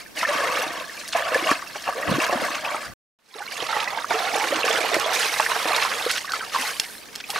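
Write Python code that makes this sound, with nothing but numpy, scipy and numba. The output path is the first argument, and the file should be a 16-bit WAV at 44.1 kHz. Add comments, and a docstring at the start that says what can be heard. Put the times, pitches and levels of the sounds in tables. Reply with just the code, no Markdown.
"""Muddy water laps faintly, then hands dig and sweep through a shallow pond outdoors, in uneven rushes.
Torn water traps air in cavities of every size, each a sine that rings and dies; filtered noise is the froth.
Clods slap back in as clusters of cavities, drops spatter and plink, and twigs snap as damped bright tones.
The sound cuts out for a moment and fades back in from a second spot, with the water more to the right."""
import sys
import numpy as np
from scipy import signal
from scipy.fft import rfft, irfft, next_fast_len
from scipy.io import wavfile
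from scipy.ndimage import uniform_filter1d
from numba import njit

SR = 44100
rng = np.random.default_rng(int(sys.argv[2]) if len(sys.argv) > 2 else 0)


def transcribe(signal):
    """Save signal, clipped to [-1, 1], as a 16-bit WAV file at the path in sys.argv[1]."""
    frames = np.atleast_2d(signal).T
    limited = np.clip(frames, -1, 1)
    pcm = np.round(limited * 32767).astype(np.int16)
    wavfile.write(sys.argv[1], SR, pcm)


N = 325899
TIME = np.arange(N) / SR   # seconds

# when the sound cuts out, returns, loses its smooth wash and is fully back
CUT_S, RESUME_S, SMOOTH_UNTIL_S, FADED_IN_S = 2.937, 3.188, 3.35, 3.6
CUTOFF_HZ = 15600
SWARM_RISE = 0.13   # share by which the pitch of most bubbles climbs as they ring


def from_db(db):
    """Decibels to gain."""
    return 10 ** (np.asarray(db) / 20)


def rms_one(x):
    """Scale to unit power."""
    return x / np.sqrt(np.mean(x ** 2) + 1e-20)


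def in_time(rows):
    """Each column of a curve, sample by sample."""
    s, *columns = np.transpose(rows)
    return [np.interp(TIME, s, column) for column in columns]


def coloured(x, points):
    """Filter by a spectrum of (Hz, dB) points."""
    size = next_fast_len(N + 4096)
    hz, db = np.transpose(points)
    bins_hz = np.maximum(np.arange(size // 2 + 1) * SR / size, 1)
    gain = from_db(np.interp(np.log(bins_hz), np.log(hz), db))
    return irfft(rfft(x, size) * gain, size)[..., :N]


def band(x, low_hz, high_hz, order=2):
    """Butterworth band-pass."""
    edges_hz = [low_hz, min(high_hz, .45 * SR)]
    return signal.sosfilt(signal.butter(order, edges_hz, "band", fs=SR, output="sos"), x + 1e-18)


def add(track, s, sound):
    """Mix a sound into a track at time s."""
    at = max(round(s * SR), 0)
    track[at:at + len(sound)] += sound[:N - at]


@njit
def bubbles(starts, hz, heights, t60, rise, swell):
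    """Each bubble is a sine that builds up over `swell` cycles, climbs in pitch and is choked by the mud."""
    out = np.zeros(N)
    for k in range(len(starts)):
        at, length, cycle = int(starts[k] * SR), int(t60[k] * SR) + 2, 0.
        for i in range(min(length, N - at)):
            age = i / length
            cycle += hz[k] / SR * (1 + rise * age)
            envelope = (1 - np.exp(-cycle / swell)) * np.exp(-np.log(1000) * age) * (1 - age * age)
            out[at + i] += heights[k] * envelope * np.sin(2 * np.pi * cycle)
    return out


# Colour of the open air. Each row: pitch in Hz, strength in dB per Hz.
AIR_COLOUR = [(25, -18.5), (90, -16.5), (250, -7.5), (1000, -17), (5000, -23), (15000, -26)]


def breeze():
    """Quiet open air is coloured noise, with one soft puff of wind on the microphone."""
    air = from_db(-46.5) * rms_one(coloured(rng.standard_normal((2, N)), AIR_COLOUR))
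    puff = from_db(-41.5) * rms_one(band(rng.standard_normal((2, N)), 53, 176))
    puff_shape = np.exp(-((TIME - 2.905) / 0.034) ** 2)
    fade = np.interp(TIME, [CUT_S, RESUME_S, FADED_IN_S], [1, .2, 1]) ** 2
    return puff * puff_shape + air * fade


ATTACK_S, SAG_DB_PER_S, RELEASE_DB_PER_S = 0.03, 3, 266   # a sweep bites, tires and falls away
WASH_DB, WASH_DB_PER_S = -14.5, 64.5   # thrown water keeps trickling back after it


def sweep(start_s, length_s):
    """Power of one movement: a quick attack, a sagging hold, a release and a faint wash."""
    age = np.maximum(TIME - start_s, 0)
    after = np.maximum(age - length_s, 0)
    held = np.minimum(age / ATTACK_S, 1) * from_db(-SAG_DB_PER_S * age)
    wash = from_db(WASH_DB)
    release = (1 - wash) * from_db(-RELEASE_DB_PER_S * after)
    trickle = wash * from_db(-WASH_DB_PER_S * after)
    return (held * (release + trickle)) ** 2


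# Water lapping between the sweeps. Each row: time in seconds, level in dB.
LAPPING_CURVE = [(0, -38), (0.04, -50.5), (0.14, -55.5), (0.85, -44.5), (1, -38), (1.07, -42),
                 (1.65, -42.5), (1.81, -41.5), (2.85, -40.5), (2.94, -56.5), (3.2, -78.5), (3.3, -56),
                 (3.5, -43.5), (4.05, -42), (5.2, -36.5), (6.4, -41), (6.83, -39.5), (6.92, -45.5),
                 (7.1, -49), (7.18, -43), (7.225, -52.5), (7.28, -43)]
LAP_BRIGHT_DB, LAP_DEPTH_DB = 5.5, -16.5   # brightness, and big cavities against the level
# Sweeps of a hand through the water. Each row: start in seconds, length in seconds, level in dB,
# brightness in dB, big cavities against the level in dB.
HAND_SWEEPS = [(0.147, 0.086, -31.5, 5.5, -14.5), (0.258, 0.24, -27, -1, -15),
               (0.504, 0.13, -28.5, 1, -17.5), (0.622, 0.2, -35, -1, -7), (1.129, 0.064, -27, -2.5, -41.5),
               (1.225, 0.11, -31.5, -2.5, -38), (1.311, .14, -29.5, -0.5, -9.5),
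               (1.447, 0.073, -25, 0.5, -19.5), (1.735, 0.025, -38.5, 5, -26),
               (1.83, 0.038, -35.5, -1, -29), (1.861, 0.023, -30.5, -6, -20.5),
               (1.947, .12, -36.5, -4, -8.5), (2.051, .11, -28.5, -1.5, 0.5), (2.176, 0.073, -25, -1, -33),
               (2.264, 0.11, -31, -4.5, -9), (2.387, .08, -28.5, 0, -7.5), (2.479, 0.1, -33, -1, -17),
               (2.617, 0.14, -33, -4.5, -21.5), (2.795, 0.065, -38, 0.5, -21), (3.328, 0.13, -42, 0, -7),
               (3.487, 0.056, -36, 4.5, -25.5), (3.548, .13, -35, 0, -13.5), (3.676, 0.16, -31, -1, -33.5),
               (3.85, 0.16, -36.5, -3.5, -12), (4.081, 0.2, -29.5, 0, -10),
               (4.265, .06, -32.5, -0.5, -29.5), (4.321, 0.038, -27.5, 2.5, -1),
               (4.376, 0.11, -29, 1, -18.5), (4.491, 0.12, -30, -1.5, -12), (4.627, 0.16, -25.5, 0.5, -7),
               (4.789, .11, -29, 0, -5.5), (4.907, 0.05, -26, 0, -6), (4.981, 0.14, -30.5, -3.5, -13.5),
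               (5.104, 0.16, -25.5, 4, -13), (5.289, 0.17, -29, 2.5, -20.5), (5.465, .2, -29.5, 0.5, -17.5),
               (5.656, 0.09, -27, -3, -16), (5.733, 0.13, -26.5, 0.5, -21), (5.885, 0.19, -31, 1, -16),
               (6.079, .09, -32, 8, -37), (6.28, 0.18, -43, -3.5, -31), (6.322, 0.031, -30.5, 4, -31),
               (6.513, 0.18, -29, 3, -29), (7.279, 0.083, -42.5, 1.5, -18.5), (7.329, .077, -31, 1, -10.5)]
GURGLE_DB, SPLATTER_DB, SPRAY_DB = -1.3, -0.78, -7   # size classes against the level, at brightness 0


def stirring():
    """Level in dB of each size class: lapping plus all sweeps; a bright sweep trades gurgle for spray."""
    def classes(bright_db, depth_db):
        """Relative power of slosh, gurgle, splatter and spray."""
        return from_db([[depth_db], [GURGLE_DB - bright_db], [SPLATTER_DB], [SPRAY_DB + bright_db]]) ** 2

    lapping_db, = in_time(LAPPING_CURVE)
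    power = from_db(lapping_db) ** 2 * classes(LAP_BRIGHT_DB, LAP_DEPTH_DB)
    for start_s, length_s, db, bright_db, depth_db in HAND_SWEEPS:
        power += from_db(db) ** 2 * classes(bright_db, depth_db) * sweep(start_s, length_s)
    return 10 * np.log10(power)


SURGE_DB = -52.5   # rumble at the hardest stirring


def surge():
    """The shifted water is low noise that rumbles faintly, rising and falling with the stirring."""
    _, gurgle_db, _, _ = stirring()
    fade = np.interp(TIME, [CUT_S, RESUME_S, FADED_IN_S], [1, 0, 1]) ** 2
    rumble = rms_one(band(rng.standard_normal((2, N)), 60, 330))
    return fade * rumble * from_db(SURGE_DB + (gurgle_db - gurgle_db.max()) / 2)


def clumps(per_s, fade_s):
    """Sheets of water tear at random moments, suddenly, and settle; mean 0, spread 1."""
    tears = (rng.random(N) < per_s / SR) * rng.uniform(0.68, 1, N)
    settling = np.sqrt(signal.lfilter([1], [1, -np.exp(-1 / (fade_s * SR))], tears + 1e-18))
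    return rms_one(settling - settling.mean())


# Colour of the water at the first and second spot. Each row: pitch in Hz, strength in dB per Hz.
FIRST_SPOT_COLOUR = [(41, -71.5), (70, -40.5), (318, -8.5), (408, -20), (511, -5.5), (701, 1.5), (822, -7),
                     (1130, 0), (2380, -7), (2600, -6.5), (4000, -16.5), (5480, -21), (9640, -28.5),
                     (15500, -37.5)]
SECOND_SPOT_COLOUR = [(41, -59), (70, -41.5), (189, -21.5), (318, -10), (399, -5.5), (457, 4), (768, 7.5),
                      (920, 4.5), (1050, 8.5), (1410, 7.5), (1940, 8.5), (5240, 0), (10100, -10),
                      (15500, -19)]
FROTH_FOLLOWS = 0.78   # how fast the froth thins out as the water calms


def swarm(level_db, low_hz, high_hz, per_s, cycles, spread_db, froth_db, clump_db):
    """Mid and side of one size class of grains, bursting in clumps over a froth too fine to resolve."""
    draws = rng.random((40000, 7))[:int(per_s * N / SR)]
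    # calmer water sheds fewer bubbles, so that single drips stand out
    busy = from_db(.4 * (level_db - level_db.max()))
    kept = draws[:, -1] < busy[(draws[:, 0] * N).astype(int)]
    when, pitch, size, damping, sign, place, _ = draws[kept].T
    hz = low_hz * (high_hz / low_hz) ** pitch
    loudness = from_db(spread_db * np.minimum(-np.log(1 - size), 3.5))
    heights = loudness * np.sign(sign - .5) * hz / low_hz
    sideways = np.sqrt(2) * np.cos(np.pi * place)
    t60 = cycles / hz * 2 ** (2 * damping - 1)
    single = np.array([bubbles(when * N / SR, hz, h, t60, SWARM_RISE, 0.2)
                       for h in (heights, heights * sideways)])
    # the sound fades back in as a smooth wash before single grains emerge
    wash = np.interp(TIME, [CUT_S, RESUME_S, SMOOTH_UNTIL_S], [0, 2, 0]) ** 2
    froth = band(rng.standard_normal((2, N)), low_hz, high_hz, order=4) * (busy ** FROTH_FOLLOWS + wash)
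    water = rms_one(single) + from_db(froth_db) * rms_one(froth)
    water = water * from_db(clump_db * clumps(per_s=50, fade_s=0.016))
    # at the first spot a close echo off the bank hollows out the tone
    echo = np.roll(water, round(0.001847 * SR), axis=1) * 0.26 / (1 + low_hz / 4000)
    first_spot = rms_one(coloured(water + echo, FIRST_SPOT_COLOUR))
    second_spot = rms_one(coloured(water, SECOND_SPOT_COLOUR))
    water = np.where(TIME < CUT_S, first_spot, second_spot)
    # evened out over a twentieth of a second, the grain follows the stirring
    return from_db(level_db) * water / np.sqrt(uniform_filter1d(water[0] ** 2, size=2200) + 1e-9)


# Wet stems dragged at the bank. Each row: start in seconds, length in seconds, level in dB.
STEM_DRAGS = [(5.164, 0.92, -41), (6.56, 0.15, -39.5), (6.72, 0.25, -44.5), (7.275, 0.035, -37.5)]


def rustle():
    """Wet stems rub together in a fine, bright crackle of tiny grains."""
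    power = sum(from_db(db) ** 2 * sweep(start_s, length_s) for start_s, length_s, db in STEM_DRAGS)
    return swarm(10 * np.log10(power + 1e-12), 8300, 15000, per_s=3000, cycles=24,
                 spread_db=2.5, froth_db=3, clump_db=1)


def grains(per_s, low_hz, high_hz, level_db, spread_db, cycles):
    """Stray single grains, more frequent and louder while more water is being thrown."""
    when, pitch, size, chance = rng.random((1000, 4))[:int(per_s * N / SR)].T
    _, _, splatter_db, _ = stirring()
    thrown_db = splatter_db[(when * N).astype(int)]
    falls = chance < from_db(thrown_db - splatter_db.max() + 6)
    hz = low_hz * (high_hz / low_hz) ** pitch
    db = thrown_db + level_db + spread_db * np.minimum(-np.log(1 - size), 2)
    return bubbles(when * N / SR, hz, from_db(db) * falls, cycles / hz, SWARM_RISE, 0.8)


def drips():
    """Stray drops fall back and plink; thin films burst with a wet tick."""
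    # per_s counts candidates, thinned out in calm water; level is against the splatter
    plinks = grains(per_s=23, low_hz=1190, high_hz=5130, level_db=1, spread_db=-4.5, cycles=70)
    ticks = grains(per_s=70, low_hz=1470, high_hz=6200, level_db=8.5, spread_db=0.5, cycles=14)
    return plinks + ticks


SPATTER_SPREAD_OCT, SPATTER_CYCLES = 0.505, 17   # range of the drops' pitches and how long each rings


def burst(s, length_s, db, middle_hz, count=60):
    """A handful of drops lands as a tight burst of tiny, quickly choked bubbles."""
    when, size = rng.random((2, count))
    hz = np.minimum(middle_hz * 2 ** (SPATTER_SPREAD_OCT * rng.standard_normal(count)), CUTOFF_HZ)
    drops = bubbles(s + length_s * when, hz, size - .5, SPATTER_CYCLES / hz, SWARM_RISE, 0.32)
    return drops * (from_db(db) / np.sqrt(np.sum(drops ** 2) / (length_s * SR)))


# Flung handfuls of drops landing together. 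Each row: start in seconds, length in seconds,
# average (rms) level in dB, middle pitch in Hz.
FLUNG_DROPS = [(0.576, 0.0081, -28, 2010), (1.077, 0.017, -33.5, 6600), (1.125, 0.015, -25.5, 4250),
               (1.823, 0.0058, -35.5, 5240), (2.241, 0.012, -28, 4700), (2.325, .012, -31.5, 4500),
               (3.621, 0.0078, -30, 3620), (3.665, 0.0065, -29.5, 3970), (2.546, 0.0096, -25, 2720),
               (3.799, 0.0074, -24.5, 3300), (4.469, .006, -34, 4940), (4.439, .007, -24.5, 1880),
               (4.558, 0.0084, -24, 3370), (5.223, 0.019, -26, 2640), (5.742, .024, -26.5, 2620),
               (5.816, 0.024, -24.5, 2740), (5.914, 0.015, -24.5, 1830), (3.841, 0.0049, -31, 4300),
               (6.094, 0.017, -22.5, 2600), (6.151, 0.032, -27, 2680), (6.834, 0.017, -35.5, 3250),
               (7.201, 0.012, -33, 3470)]


def spatters():
    """Flung water comes down, handful by handful, each a burst of bubbles."""
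    return sum(burst(*row) for row in FLUNG_DROPS)


# What a snap rings with. Each row: pitch in Hz, strength in dB against the other tones.
TWIG_MODES = [(2000, -11.5), (2800, 8), (3250, 13), (4450, 10.5), (5300, 13.5), (11500, -1.5)]
# Twigs and sharp spatters. Each row: start in seconds, peak level in dB, time to fall by 60 dB in seconds.
TWIG_SNAPS = [(1.344, -18, 0.03), (1.51, -15.5, 0.045), (4.384, -16, 0.01), (4.9426, -10.5, 0.018),
              (4.998, -12.5, 0.02), (5.4056, -9.5, 0.011), (5.763, -10, 0.028), (6.113, -9.5, 0.024),
              (6.32, -16, 0.018), (6.798, -3.5, 0.019), (7.154, -19.5, 0.031), (7.159, -14.5, 0.0078),
              (7.3023, -13.5, 0.047)]


def snaps():
    """A sharp crack of noise sets a few bright, heavily damped modes ringing."""
    out, t = np.zeros(N), TIME[:SR // 12]
    hz, mode_db = np.transpose(TWIG_MODES)
    for s, db, t60 in TWIG_SNAPS:
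        pitches = hz * (1 + 0.0093 * rng.standard_normal(len(hz)))
        ring = from_db(mode_db) @ np.sin(2 * np.pi * pitches[:, None] * t)
        crack = from_db(16.5) * rms_one(band(rng.standard_normal(len(t)), 1800, 8700))
        snap = (ring + crack) * from_db(-60 * t / t60)
        add(out, s, from_db(db) * snap / np.abs(snap).max())
    return out


# Air pockets dragged behind a hand. Each row: start in seconds, length in seconds, first pitch in Hz,
# last pitch in Hz, level in dB.
AIR_POCKETS = [(0.168, .05, 2860, 2290, -26), (0.351, 0.25, 528, 510, -22),
               (0.309, 0.22, 1047, 1155, -21.5), (1.182, 0.16, 670, 616, -21),
               (1.455, 0.036, 655, 675, -18), (1.952, 0.1, 500, 630, -21.5), (2.409, .06, 634, 700, -22.5),
               (3.69, 0.14, 840, 870, -23), (3.93, 0.053, 780, 920, -26), (4.118, 0.17, 702, 758, -21),
               (4.321, 0.129, 757, 840, -18.5), (4.506, 0.069, 334, 316, -24), (4.76, 0.1, 570, 760, -24),
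               (4.912, 0.068, 670, 540, -18.5), (5.053, 0.072, 620, 733, -19),
               (6.274, 0.094, 1690, 1214, -26)]
POCKET_PER_S, POCKET_T60_S, POCKET_SPREAD_OCT = 85, 0.044, 0.087   # bubbles pinched off behind the hand


def pockets():
    """An air pocket breaks into a chain of bubbles whose pitch glides as the pocket shrinks or grows."""
    chains = []
    for start_s, length_s, first_hz, last_hz, db in AIR_POCKETS:
        jitter, pitch, size = rng.uniform(-1, 1, (3, 80))
        age = (np.arange(len(jitter)) + (1 + jitter) / 3) / POCKET_PER_S
        glide_hz = np.interp(age, [0, length_s], [first_hz, last_hz])
        hz = glide_hz * 2 ** (POCKET_SPREAD_OCT * pitch)
        chain = np.array([start_s + age, hz, from_db(db) * (1 + size / 2)])
        chains.append(chain[:, age < length_s])
    s, hz, heights = np.hstack(chains).copy()
    return bubbles(s, hz, heights, np.full(len(s), POCKET_T60_S), SWARM_RISE, 0.72)


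# Single loud bubbles and drops. Each row: start in seconds, pitch in Hz, level in dB,
# time to fall by 60 dB in seconds.
LOUD_BUBBLES = [(0.061, 1750, -32, 0.034), (0.213, 2000, -10.5, 0.012), (.25, 1780, -10, 0.036),
                (.286, 582, -17, 0.15), (0.895, 1820, -24.5, 0.031), (1.151, 678, -6, 0.041),
                (1.223, 1730, -15, 0.022), (1.345, 1730, -11.5, 0.061), (1.319, 507, -11, 0.045),
                (1.356, 515, -5.5, 0.043), (1.49, 1110, -10.5, 0.044), (1.514, 1146, -2, 0.021),
                (1.514, 1840, -11.5, 0.026), (1.625, 1180, -17, 0.015), (1.759, 2280, -22.5, 0.019),
                (1.888, 725, -9, 0.035), (2.027, 1900, -19, 0.063), (2.295, 580, -8, 0.023),
                (2.419, 560, -7.5, 0.02), (2.483, 1070, -14.5, 0.04), (2.649, 2550, -15.5, .031),
                (3.355, 440, -27.5, 0.047), (3.404, 826, -27, 0.099), (3.419, 1490, -24.5, 0.054),
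                (3.477, 2260, -24, 0.042), (3.603, 3170, -19, 0.028), (3.728, 1330, -12, 0.025),
                (3.875, 1970, -14, 0.031), (3.974, 954, -13.5, 0.02), (3.985, 1590, -17, 0.028),
                (4.044, 1210, -10.5, 0.019), (4.14, 443, -16, 0.11), (4.354, 730, -15, 0.025),
                (4.524, 560, -9.5, 0.062), (4.632, 2730, -11, 0.021), (4.642, 520, -10, 0.035),
                (4.772, 1570, -12.5, 0.027), (4.848, 740, -8, 0.022), (4.944, 1980, -8.5, 0.013),
                (4.966, 600, -4.5, 0.016), (5.294, 2210, -16, 0.032), (5.463, 1800, -3, 0.011),
                (5.5, 1046, -17, 0.084), (5.707, 743, -11.5, 0.042), (5.85, 1045, -14, 0.081),
                (6.063, 487, -9.5, 0.052), (6.245, 1135, -23.5, 0.042), (6.277, 1820, -25, .04),
                (6.293, 1165, -24, 0.045), (6.32, 4500, -17, 0.016), (6.336, 1330, -11, 0.033),
                (6.408, 1540, -18, 0.029), (6.425, 1310, -23.5, 0.067), (6.547, 1110, -9.5, 0.029),
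                (6.56, 1030, -11, 0.076), (6.59, 257, -27, 0.094), (6.951, 1710, -24, 0.0096),
                (7.24, 2480, -23, 0.033), (7.295, 804, -23, 0.045), (7.332, 970, -22, 0.028)]
# Deep pockets of air gulping shut under heavy mud. Each row: the same columns as the loud bubbles.
DEEP_GULPS = [(1.424, 330, -15, 0.042), (1.513, 280, -6, 0.026), (2.077, 101, -19, 0.084),
              (2.092, 204, -6.5, 0.031), (2.112, 186, -3, 0.042), (2.137, 138, -17, 0.094),
              (2.168, 255, -14, 0.033), (2.182, 333, -8, 0.037), (2.355, 239, -13, 0.044),
              (4.805, 358, -22, .05), (4.965, 350, -13, 0.037)]


def plops(rows, rise, swell):
    """Large single bubbles ring out above the swarm, climbing in pitch."""
    s, hz, db, t60 = np.array(rows, float).T.copy()
    return bubbles(s, hz * (1 - rise / 8), from_db(db), t60, rise, swell)


SHARD_DB, SHARD_S, SHARD_SPREAD_OCT = -11.5, .009, 0.49   # against the loud bubble; within this time; pitch


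def shards(count=4):
    """A loud bubble sheds a few small ones of nearby pitch, which roughen its note."""
    s, hz, db, t60 = np.repeat(np.array(LOUD_BUBBLES, float), count, axis=0).T
    hz = hz * 2 ** (SHARD_SPREAD_OCT * rng.uniform(-0.45, 1, len(s)))
    return bubbles(s + SHARD_S * rng.random(len(s)), hz, from_db(db + SHARD_DB), t60 / 2, SWARM_RISE, .5)


# Hands and clods hitting the water. Each row: start in seconds, level in dB that the parts are set
# against, cavity pitch in Hz, time to fall by 60 dB in seconds at that pitch.
WATER_SLAPS = [(0.229, -8, 990, 0.071), (0.571, -14.5, 1255, 0.066), (0.632, -13, 730, 0.042),
               (1.345, -13, 700, 0.017), (1.5128, -5.5, 610, 0.025), (1.756, -18, 593, 0.052),
               (1.877, -12.5, 786, 0.046), (2.325, -8, 540, 0.11), (2.745, -13, 593, 0.042),
               (3.624, -12.5, 473, 0.029), (3.689, -17, 858, 0.072), (3.766, -7.5, 847, 0.048),
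               (4.107, -6, 696, 0.056), (4.438, -18, 504, 0.18), (4.589, -8.5, 694, 0.018),
               (4.685, -10, 1140, 0.028), (5.398, -3, 863, 0.046), (5.516, -7, 957, 0.028),
               (5.56, -14.5, 722, 0.11), (5.655, -11, 556, 0.071), (7.36, -7.5, 1100, 0.017)]
# What a slap opens, a main cavity and smaller or larger ones. Each row: multiple of the slap's pitch,
# level against the slap in dB, delay in seconds; all but the main one stray at random in pitch and delay.
SLAP_CAVITIES = [(1, -8, 0), (.64, -15, .0012), (1.43, -9, .0004), (2.1, -12, 0), (3.2, -16, .0006),
                 (1.2, -13, .004)]
CAVITY_SPREAD_OCT = 0.15   # no two blows open the same cavities
SLAP_SPLASH_DB, SLAP_SPLASH_S = -24.5, .018   # drops that a slap throws, against its level


def slaps():
    """A blow on the surface throws drops and opens a cluster of cavities; small ones die first."""
    s, db, hz, t60 = np.array(WATER_SLAPS, float).T.copy()
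    # the drops lie around an octave above the cavity
    out = sum(burst(at, SLAP_SPLASH_S, slap_db + SLAP_SPLASH_DB, 2 * cavity_hz)
              for at, slap_db, cavity_hz, _ in WATER_SLAPS)
    for ratio, cavity_db, delay in SLAP_CAVITIES:
        stray = (ratio != 1) * rng.uniform(-1.2, 1, len(s))
        starts = s + delay + delay * stray
        pitches = hz * ratio * 2 ** (CAVITY_SPREAD_OCT * stray)
        out += bubbles(starts, pitches, from_db(db + cavity_db), t60 / np.sqrt(ratio), SWARM_RISE, 0.56)
    return out


def churn():
    """Big cavities slosh, middling ones gurgle, small ones splatter and the spray crackles."""
    slosh_db, gurgle_db, splatter_db, spray_db = stirring()
    slosh = swarm(slosh_db, 122, 462, per_s=260, cycles=8.7, spread_db=3.0, froth_db=-9.5, clump_db=7.0)
    gurgle = swarm(gurgle_db, 381.8, 1414, per_s=900, cycles=55.5, spread_db=3.0, froth_db=-8.0, clump_db=1.1)
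    splatter = swarm(splatter_db, 1455, 4167, per_s=900, cycles=56, spread_db=4.0, froth_db=-6, clump_db=1)
    spray = swarm(spray_db, 4147, 14750, per_s=3300, cycles=140, spread_db=4.0, froth_db=-1.5, clump_db=3.0)
    return slosh + gurgle + splatter + spray


def scattered(x, t60):
    """A dense spatter of echoes from mud and reeds, about equally strong at every pitch."""
    t = TIME[:SR // 3]
    echoes = rng.standard_normal(len(t))
    for _ in range(3):   # fade the echoes, then level their spectrum
        spectrum = rfft(echoes * from_db(-30 * t / t60))
        echoes = irfft(spectrum / (np.abs(spectrum) + 1e-12), len(t))
    echoes = echoes * (t < t60)
    return signal.fftconvolve(x, echoes / np.linalg.norm(echoes))[:N]


# Spread of the water between the ears. Each row: pitch in Hz, gain of the side signal in dB.
SIDE_WIDTH = [(80, 17.5), (250, -1.5), (600, -12.5), (1500, -8.5), (5000, -11.5), (9000, -8.5), (14000, -4)]
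# Where the water lies. Each row: time in seconds, left minus right in dB.
WATER_BEARING = [(0, -.8), (2.95, -.5), (3.2, -4.2), (5.2, -4.4), (6.7, -1.5)]


def scene():
    """The water, placed between its banks, under open air."""
    mid, side = churn() + rustle()
    mid = mid + plops(LOUD_BUBBLES, rise=0.12, swell=1.0) + plops(DEEP_GULPS, rise=0.35, swell=1.0)
    mid = mid + slaps() + shards() + spatters() + snaps() + pockets() + drips()
    mid = band(mid, 40, SR / 2)
    banks = from_db(-15) * np.array([scattered(mid, t60=.06) for _ in range(2)])
    left_right = np.array([[1], [-1]])
    bearing_db, = in_time(WATER_BEARING)
    water = mid + coloured(side, SIDE_WIDTH) * left_right + banks
    return water * from_db(bearing_db * left_right / 2) + surge() + breeze()


def record(dry):
    """The sound drops out briefly; the microphone has a narrow notch and the top is cut."""
    live = (TIME < CUT_S) | (TIME > RESUME_S)
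    notched = signal.lfilter(*signal.iirnotch(7530, 35, fs=SR), dry * live + 1e-18)
    return signal.sosfilt(signal.ellip(10, .1, 80, CUTOFF_HZ, fs=SR, output="sos"), notched)


dry = scene()
out = record(dry)
transcribe(out)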